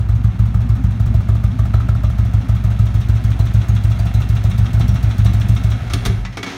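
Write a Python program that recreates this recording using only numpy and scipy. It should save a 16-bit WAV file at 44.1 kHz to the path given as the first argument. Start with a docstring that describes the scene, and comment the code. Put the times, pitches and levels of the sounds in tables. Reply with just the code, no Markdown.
"""V-twin idle and stop

A big V-twin motorcycle idles in a workshop, heard while walking from its tailpipes up to the cylinders.
Each cycle pairs a strong firing with a weak one that sometimes misses: gas pulses ring pipe and room modes,
short tones with rasp bark, and shaped noise and sines tick, knock and whirr as metal parts.
Then the ignition is cut: the engine pumps a few last puffs, clacks and rocks to rest."""
import sys
import numpy as np
from scipy.fft import rfft, irfft, next_fast_len
from scipy.io import wavfile

SR = 44100
rng = np.random.default_rng(int(sys.argv[2]) if len(sys.argv) > 2 else 0)


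def output_pcm(signal):
    """Save a mono or channel-first signal as 16-bit PCM at the path in sys.argv[1].

    Samples are clipped to [-1, 1] before scaling.
    """
    pcm = np.clip(np.atleast_2d(signal).T, -1, 1) * 32767
    wavfile.write(sys.argv[1], SR, np.round(pcm).astype(np.int16))


N = 289727
SIZE = next_fast_len(N + 2 * SR)
HZ = np.maximum(np.arange(SIZE // 2 + 1) * SR / SIZE, 1e-3)
TIME = np.arange(N) / SR

# hollow ring of the pipes at the listener: (time [s], relative level [dB])
HOLLOW_RING = [(0.0, -36.5), (0.4, -29), (1.15, -26.5), (1.95, -29), (3.6, -37.5), (4.8, -29.5), (5.4, -27),
               (5.6, -29.5), (5.68, -30), (5.8, -28)]
# colour of the gears: (frequency [Hz], relative level [dB])
GEAR_COLOUR = [(150, -15), (330, 6.5), (470, -1.5), (700, 2), (1000, -7), (1400, 1), (2000, -6.5),
               (4000, -46)]

# usual thump of the leading and the trailing cylinder, as relative levels
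LEAD_DB, TRAIL_DB = -1, -8.0
# below this a clack counts as bass, which only heavy blows stir
BASS_HZ = 523
# basic width of the rings of struck metal parts
RING_WIDTH_HZ = 70


def from_db(db):
    """Amplitude factor of a level in dB."""
    return 10 ** (np.asarray(db) / 20)


def rms_one(x):
    """Scales a signal to an rms of 1."""
    return x / np.sqrt(np.mean(x ** 2) + 1e-20)


def filtered(x, response):
    """Shapes a signal by a frequency response."""
    return irfft(rfft(x, SIZE) * response, SIZE)[:N]


def follow(points, times):
    """Values at these times along straight lines between (time, value) points."""
    return np.interp(times, *np.transpose(points))


def resonance(hz, width):
    """Response of a damped resonator, 1 on top."""
    return 1j * width * HZ / (hz ** 2 - HZ ** 2 + 1j * width * HZ)


def colour(points):
    """Response through (Hz, dB) points, falling away outside them."""
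    hz, db = np.transpose(points)
    curve = from_db(np.interp(np.log(HZ), np.log(hz), db))
    low_fall = np.sqrt(1 + (hz[0] / HZ) ** 4)
    high_fall = np.sqrt(1 + (HZ / hz[-1]) ** 4)
    return curve / low_fall / high_fall


def noise(response, grain_db=0):
    """Noise of rms 1, made of tiny impacts; grain_db makes their sizes more uneven."""
    sizes = from_db(grain_db * np.minimum(rng.exponential(1, N), 5))
    return rms_one(filtered(rng.standard_normal(N) * sizes, response))


def chatter(response, per_s, spread_db):
    """Separate small impacts of uneven size that ring a body; rms 1."""
    sizes = from_db(spread_db * np.clip(rng.standard_normal(N), -2, 2))
    signs = rng.choice([-1, 1], N)
    struck = rng.random(N) < per_s / SR
    return rms_one(filtered(sizes * signs * struck, response))


def swell(start, rise, fade):
    """Envelope of height 1 that climbs for rise seconds and then dies away."""
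    age = TIME - start
    live = slice(*np.searchsorted(age, [0, rise + 10 * fade]))
    out = np.zeros(N)
    climb = np.minimum(age[live] / rise, 1)
    out[live] = climb * np.exp(-np.maximum(age[live] - rise, 0) / fade)
    return out


def swells(times, levels_db, rise, fade):
    """Sum of equally shaped swells, each at its own level."""
    return sum(from_db(db) * swell(s, rise, fade) for s, db in zip(times, levels_db))


def near(times, tailpipes_db, cylinders_db):
    """Level in dB at these times, between its values at the two ends of the walk."""
    # the walk along the bike: (time [s], nearness [0 at the tailpipes, 1 at the cylinders])
    walk = [(0, 0), (1.2, 0.25), (2.1, 0.33), (2.7, 0.53), (3.5, 0.74), (4.5, 0.86), (5.6, 0.99)]
    return tailpipes_db + (cylinders_db - tailpipes_db) * follow(walk, times)


def at_firings(times, events):
    """Hands each event's values to the nearest firing; one row per column of the table after its time."""
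    events = np.array(events)
    out = np.zeros((len(times), events.shape[1]))
    nearest = np.abs(times[:, None] - events[:, 0]).argmin(axis=0)
    out[nearest] = events
    return out.T[1:]


def idle():
    """Two firings a cycle, strong then weak: rows of (s, thump, low bark, high bark, tick, knock in dB)."""
    # the idle hunts around one cycle every 0.15 s: (time [s], engine cycles completed [count])
    crank = [(-0.0617, 0), (0.5444, 4), (0.8399, 6), (1.0, 7), (1.2883, 9), (1.5909, 11), (2.1863, 15),
             (2.9458, 20), (3.0903, 21), (3.3952, 23), (3.6887, 25), (3.9946, 27), (4.4437, 30),
             (4.5848, 31), (4.7375, 32), (5.0334, 34), (5.3396, 36), (5.7931, 39)]
    # trailing cylinder misfires or burns hard: (time [s], level against its usual strength [dB])
    odd_burns = [(.304, -27), (.908, -3.5), (1.062, 5.5), (1.205, -4.5), (1.353, -1), (1.502, -18),
                 (2.403, -15), (3.156, -1.5), (3.602, -16.5), (4.504, 2), (4.646, -8), (4.803, 6),
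                 (5.098, -8), (5.253, 7.5)]
    # firings that crack out sharply:
    # (time [s], extra low bark [dB], extra high bark [dB], extra knock [dB])
    cracks = [(.545, 9.5, 4.5, 0), (.608, 13.5, 1, 3), (1.0, 0.5, 2.5, -2), (1.144, 1.5, -13, 0),
              (1.653, 5, 2, -1), (1.739, 8.5, 5, 5.5), (1.801, 6, 3, 0), (1.889, 6, 4.5, -2),
              (2.039, 6.5, 2, 5), (3.395, 10, -4, 2), (3.995, 7.5, -4, 1), (4.443, 4.5, -1, -1),
              (4.803, 10, -3, 1.5), (5.253, 4, 0, 3.5)]
    # the tailpipes beam their bark backwards, so it peaks as one passes their mouths:
    # (time [s], relative low bark [dB], relative high bark [dB])
    bark_walk = [(0, -41.5, -39), (.7, -47.5, -40.5), (1.3, -29.5, -35), (1.8, -39, -31), (2.4, -36, -40.5),
                 (3.0, -39, -42), (4.2, -38, -68), (5.7, -37, -45)]
    trail_share = .424  # the trailing cylinder fires this share of a cycle after the leading one
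    thump_spread_db = 0.49
    bark_follows, tick_follows = .7, 0.71  # dB for each dB of thump

    crank_s, cycles = np.transpose(crank)
    cycle, trailing = np.divmod(np.arange(2 * int(cycles[-1])), 2)
    times = np.interp(cycle + trail_share * trailing, cycles, crank_s)
    odd_db, = at_firings(times, odd_burns)
    low_crack, high_crack, knock_crack = at_firings(times, cracks)

    thump = np.where(trailing, TRAIL_DB, LEAD_DB) + odd_db
    thump = thump + thump_spread_db * rng.standard_normal(len(times))
    force = thump - LEAD_DB
    bark_s, low_db, high_db = np.transpose(bark_walk)
    low = np.interp(times, bark_s, low_db) + bark_follows * force + low_crack
    high = np.interp(times, bark_s, high_db) + bark_follows * force + high_crack
    tick = near(times, tailpipes_db=-48.5, cylinders_db=-40) + tick_follows * force
    lead_knock = near(times, tailpipes_db=-48, cylinders_db=-40)
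    trail_knock = near(times, tailpipes_db=-49.5, cylinders_db=-30.5)
    knock = np.where(trailing, trail_knock, lead_knock) + knock_crack
    return np.column_stack([times, thump, low, high, tick, knock])


def thumps(firings):
    """Each gas pulse rings the pipes and echoes off ceiling and walls; scattered sound rumbles after it."""
    # strokes without combustion as the engine runs down: (time [s], relative thump [dB])
    puffs = [(5.816, -9), (5.8588, -7.5), (5.9369, -3), (5.9796, -8.5), (6.0565, -9), (6.0937, -6)]
    # low resonances of pipes and room: (frequency [Hz], width [Hz], signed weight [ratio])
    boom_modes = [(53.93, 19.2, -19.25), (57.04, 21.01, 20.91), (102.22, 1.72, 3.41),
                  (109.98, 11.22, -7.95), (151.86, 6.69, 1.1), (193.62, 23.62, .48), (251.63, 11.9, -.24)]
    # ceiling and wall echoes of the thump: (delay [s], signed gain [ratio])
    echoes = [(.01962, .17), (.03736, .45), (.0487, .18), (.0729, -.13), (.0975, .14), (.1245, -.07)]
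    # colour of the scattered sound: (frequency [Hz], relative level [dB])
    rumble_colour = [(20, -32), (35, -14), (50, -8.5), (120, 3), (140, -8.5), (168, -7.5), (184, -5),
                     (205, -12), (245, -14), (285, -21.5), (380, -25.5), (460, -36.5), (900, -27.5)]

    times, level_db = np.vstack([firings[:, :2], puffs]).T
    pulses = np.zeros(SIZE)
    # a firing before time 0 wraps to the buffer's end, and its ring wraps back into the start
    pulses[np.round(times * SR).astype(int)] = from_db(level_db + 34.5)
    pipes = sum(weight * resonance(hz, width) for hz, width, weight in boom_modes)
    walls = 1 + sum(gain * np.exp(-2j * np.pi * HZ * lag) for lag, gain in echoes)
    # doubled dB under a root: overlapping scatter adds up in power
    scatter = np.sqrt(swells(times, 2 * level_db, rise=0.0028, fade=0.14))
    rumble = from_db(-24) * noise(colour(rumble_colour))
    # the hollow note of the room swells and fades as one walks through it
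    hollow_level = from_db(follow(HOLLOW_RING, TIME) - 4.5)
    hollow = hollow_level * noise(resonance(hz=182, width=13.5) ** 2)
    return filtered(pulses, pipes * walls) + scatter * (rumble + hollow)


def on_the_walk(boom):
    """The thumps as they reach the listener: their deepest part thins out away from the tailpipes."""
    deep = filtered(boom, 1 / (1 + (HZ / 77) ** 6))
    deep_gain = from_db(near(TIME, tailpipes_db=0.0, cylinders_db=-2))
    return boom + (deep_gain - 1) * deep


def overtone(firings, low_hz=168, high_hz=255, peak_s=.114):
    """A hollow pipe overtone glides up and back after each leading firing, to a new height each time."""
    lead = firings[::2, 0]
    cycle = np.maximum(np.searchsorted(lead, TIME) - 1, 0)
    # reach is a share of the way from low_hz to high_hz, and may overshoot
    reach, luck_db = rng.uniform([.3, -3], [1.2, 3], (len(lead), 2)).T
    glide = np.exp(-((TIME - lead[cycle] - peak_s) / .04) ** 2)
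    hz = low_hz + (high_hz - low_hz) * reach[cycle] * glide
    level_db = luck_db + follow(HOLLOW_RING, lead)
    level = swells(lead + 0.043, level_db, rise=0.077, fade=.022)
    return from_db(2.5) * level * np.sin(2 * np.pi * np.cumsum(hz) / SR)


def bark(times, levels_db, hz, length, peak_s, rasp_db):
    """The exhaust valve cracks open: a gas jet sounds one pipe mode for a few cycles, with rasp around it."""
    pipe_spread = .035  # relative spread of the mode's pitch from firing to firing
    out = np.zeros(N)
    rasp = from_db(rasp_db) * noise(resonance(hz, 0.72 * hz) ** 2)
    luck = rng.standard_normal((len(times), 2))
    for s, db, (detune, turn) in zip(times, levels_db, luck):
        span = slice(*np.searchsorted(TIME, [s - .02, s + .03]))
        age = TIME[span] - s - peak_s
        tone = np.sin(2 * np.pi * (hz * (1 + pipe_spread * detune) * age + turn))
        out[span] += from_db(db) * np.exp(-(age / length) ** 2) * (tone + rasp[span])
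    return out


def barks(firings):
    """Three bright tailpipe modes, about octaves apart; gas heat moves them a little at each firing."""
    times, _, low_db, high_db, _, _ = firings.T
    grunt = bark(times, low_db - 2.5, hz=340, length=0.0046, peak_s=0.00895, rasp_db=-4.5)
    low = bark(times, low_db + 1, hz=649, length=0.0061, peak_s=0.003635, rasp_db=-4.5)
    high = bark(times, high_db + 5, hz=1263, length=0.0033, peak_s=0.00272, rasp_db=-7.5)
    return grunt + low + high


def valve_gear(firings, metal):
    """Valves lift and seat around each firing and ring their covers; then the tappets knock."""
    # colour of lifting and seating valves: (frequency [Hz], relative level [dB])
    tick_colour = [(1000, -18), (2500, -0.5), (4200, 7), (5000, 4.5), (6400, 7.5), (7600, 5.5), (9600, 2),
                   (10400, 1), (11500, 5), (16000, 6.5)]
    # colour of the tappets: (frequency [Hz], relative level [dB])
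    knock_colour = [(600, -9.5), (1200, 7), (2000, 0.5), (2750, 1.5), (3050, -2.5), (3450, 3.5), (4000, -2),
                    (4900, -18.5), (5600, -3), (7500, -14), (9000, -14.5), (10400, -29), (16000, -25)]
    # what the valve covers ring with: (frequency [Hz], relative level [dB])
    cover_modes = [(3400, -15), (3980, -12), (4670, -3.5), (6200, -24), (8400, -7.5), (9050, -5)]

    times, _, _, _, tick_db, knock_db = firings.T
    # nearer the cylinders, the ticks arrive further ahead of the thump from the tailpipes
    lifts = times - np.interp(times, [1.5, 4.5], [.0045, .008])
    lift = swells(lifts + .001, tick_db, rise=.003, fade=.012)
    seat = swells(times + 0.0055, tick_db - 4.5, rise=0.00076, fade=0.0026)
    ticks = from_db(3.0) * (lift + seat) * noise(colour(tick_colour) * metal, grain_db=1.0)

    covers = np.zeros(N)
    for hz, db in cover_modes:
        # every stroke favours other modes of the covers
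        favour_db = np.clip(rng.normal(0, 7.7, len(times)), -12, 7)
        struck = swells(lifts + 0.0053, tick_db + db + favour_db, rise=0.0018, fade=0.011)
        covers += struck * np.sin(2 * np.pi * hz * TIME)

    knock = swells(times + 0.005, knock_db, rise=0.0085, fade=0.013)
    knocks = knock * noise(colour(knock_colour) * metal, grain_db=1.0)
    return ticks + from_db(-6.5) * covers + knocks


def machinery(firings, metal):
    """Gears whirr, chain and rockers chatter, louder as one nears; both sag as a piston compresses."""
    # colour of chain and rockers: (frequency [Hz], relative level [dB])
    clatter_colour = [(900, -20), (1800, 3.5), (2700, 1), (3050, -4.5), (3700, -5), (5000, -10.5),
                      (5700, -11), (6800, -12), (7800, -17.5), (9600, -14.5), (10400, -22), (11500, -17.5),
                      (16000, -22)]
    # the running noise sinks as the crank slows after the ignition is cut: (time [s], level [dB])
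    run_down = [(6.02, 1), (6.18, -1), (6.31, -7), (6.57, -16)]

    times = firings[:, 0]
    # the dip starts 23 ms ahead of each firing
    sag_db = -2.5 * swells(times - .023, np.zeros(len(times)), rise=0.013, fade=0.0043)
    whirr_db = near(TIME, tailpipes_db=-47, cylinders_db=-39.5)
    whirr = from_db(whirr_db) * chatter(colour(GEAR_COLOUR) * metal, per_s=800, spread_db=-1.0)
    clatter_db = near(TIME, tailpipes_db=-52, cylinders_db=-43.5)
    clatter = from_db(clatter_db) * chatter(colour(clatter_colour) * metal, per_s=2600, spread_db=1.5)
    return from_db(follow(run_down, TIME) + sag_db) * (whirr + clatter)


def pings():
    """A valve now and then seats hard: narrow noise makes its cover ring out briefly above the ticking."""
    # hard seatings: (time [s], frequency [Hz], relative level [dB])
    seatings = [(1.742, 4000, -38), (3.397, 4050, -34.5), (3.539, 6200, -42), (3.684, 6570, -36.5),
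                (3.992, 4600, -36), (4.144, 4005, -36.5), (4.886, 5640, -37)]
    out = np.zeros(N)
    for s, hz, db in seatings:
        ring = noise(resonance(hz, 3 * RING_WIDTH_HZ) ** 2)
        out += from_db(db - 1) * swell(s, rise=.002, fade=.010) * ring
    return out


def gulps():
    """Unfired pistons push air slowly: the deepest pipe resonance sounds as a sine, lower at every turn."""
    # slow gulps of air in the last turns: (time [s], level [dB], fade [s], frequency [Hz])
    last_turns = [(5.799, -21, 0.078, 56), (5.935, -25, 0.027, 52), (6.071, -9.5, 0.04, 50.4),
                  (6.175, -16, 0.081, 46.9)]
    out = np.zeros(N)
    for s, db, length, hz in last_turns:
        out += from_db(db) * swell(s, rise=0.013, fade=length) * np.sin(2 * np.pi * hz * (TIME - s))
    return out


def clacks(metal):
    """The crank kicks back against compression, takes up the play in the gears and leaves the case ringing."""
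    # metal clacks as the crank stops:
    # (time [s], relative level [dB], relative bass [dB], relative treble [dB], crunch fade [s])
    blows = [(5.898, -29.5, -11, -10, 0.03), (5.934, -22.5, 3, 3.5, 0.0078), (6.05, -25.5, -7, 3.5, 0.0093),
             (6.058, -21.5, 3.5, -1, 0.01), (6.249, -25.5, -28, -27, 0.013), (6.325, -38, -8, -16, 0.04),
             (6.37, -23, -2, -12.5, 0.015), (6.429, -19.5, -15, -13, 0.012), (6.461, -29, 5, -15, 0.22)]
    # colour of the clack's body: (frequency [Hz], relative level [dB])
    body_colour = [(150, -8), (280, 20), (430, 10.5), (520, 3.5), (1100, 4.5), (2000, 6.5), (3000, -1.5),
                   (4500, -4.5), (6500, -7), (9000, -23), (16000, -42)]
    # colour of its treble: (frequency [Hz], relative level [dB])
    top_colour = [(2000, 3), (4500, 9.5), (8000, 0.5), (9600, 6.5), (10400, -2.5), (12000, 0), (16000, -5)]
    # what the crankcase rings with when struck: (frequency [Hz], relative level [dB], t60 [s])
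    case_modes = [(253.6, 4, 0.27), (400, 1.5, 0.33), (695, 3.5, 0.095), (1186, 1, 0.063), (1700, -6, 0.23),
                  (2020, 2, 0.12), (2240, -1, 0.2), (3440, -1.5, 0.053), (4540, -16, .07),
                  (9700, -24, 0.068)]

    body = noise(colour(body_colour) * metal)
    top = noise(colour(top_colour) * metal)
    bass = filtered(body, 1 / (1 + (HZ / BASS_HZ) ** 6))
    crunch = np.zeros(N)
    for s, db, bass_db, treble_db, fade in blows:
        mix = body - bass + from_db(bass_db - 7) * bass + from_db(treble_db - 3.0) * top
        crunch += from_db(db) * swell(s, 0.0021, fade) * mix

    times, level_db, weight_db, _, _ = np.transpose(blows)
    ring = np.zeros(N)
    for hz, db, t60 in case_modes:
        # the bass level of a blow also sets how far it stirs the low modes
        heavy_db = (hz < BASS_HZ) * (weight_db + 4)
        struck_db = level_db + db + heavy_db + rng.normal(0, 4, len(times))
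        struck = swells(times, struck_db, rise=0.0072, fade=t60 / np.log(1000))
        ring += struck * noise(resonance(hz, RING_WIDTH_HZ) ** 2)
    return crunch + from_db(-18) * ring


def rattle(metal):
    """Loose gear teeth tumble against each other as the crank rocks back for the last time."""
    teeth = chatter(colour(GEAR_COLOUR) * metal, per_s=470, spread_db=3)
    return from_db(-39) * swell(6.45, rise=0.027, fade=0.021) * teeth


def workshop(x):
    """A diffuse tail from the hard floor and walls, duller than the direct sound."""
    t60_s = 0.36
    tail = rng.standard_normal(N) * from_db(-60 * TIME / t60_s) * (TIME > .008)
    dull = 1 / (1 + 1j * HZ / 7000)
    return filtered(x, rfft(tail / np.linalg.norm(tail), SIZE) * dull)


def scene():
    """The idling engine and its last turns, with the room's tail on the sharp sounds."""
    # resonances of cases, covers and fins: (frequency [Hz], width [Hz], level [dB])
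    metal_modes = [(719, 140, -1.5), (1287, 73, -1.5), (1830, 18, -21), (2180, 13, 7.5), (2400, 30, -7),
                   (2737, 23, 2.5), (3320, 430, -1.5), (3714, 32, 4.5), (3964, 83, 1.5), (4310, 28, 2.5),
                   (4590, 14, 0), (5370, 110, 1), (6150, 390, -5.5), (8540, 120, -9), (9370, 59, -4),
                   (14600, 320, -7.5)]
    firings = idle()
    metal = 1 + sum(from_db(db) * resonance(hz, width) for hz, width, db in metal_modes)
    exhaust = on_the_walk(thumps(firings)) + overtone(firings) + gulps()
    hits = barks(firings) + valve_gear(firings, metal) + pings() + clacks(metal) + rattle(metal)
    room = from_db(-6.5) * workshop(hits)
    return (exhaust + machinery(firings, metal) + hits + room)[None]


def record(dry):
    """The top is cut steeply."""
    cutoff_hz = 15850
    return filtered(dry[0], 1 / np.sqrt(1 + (HZ / cutoff_hz) ** 200))[None]


dry = scene()
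out = record(dry)
output_pcm(out)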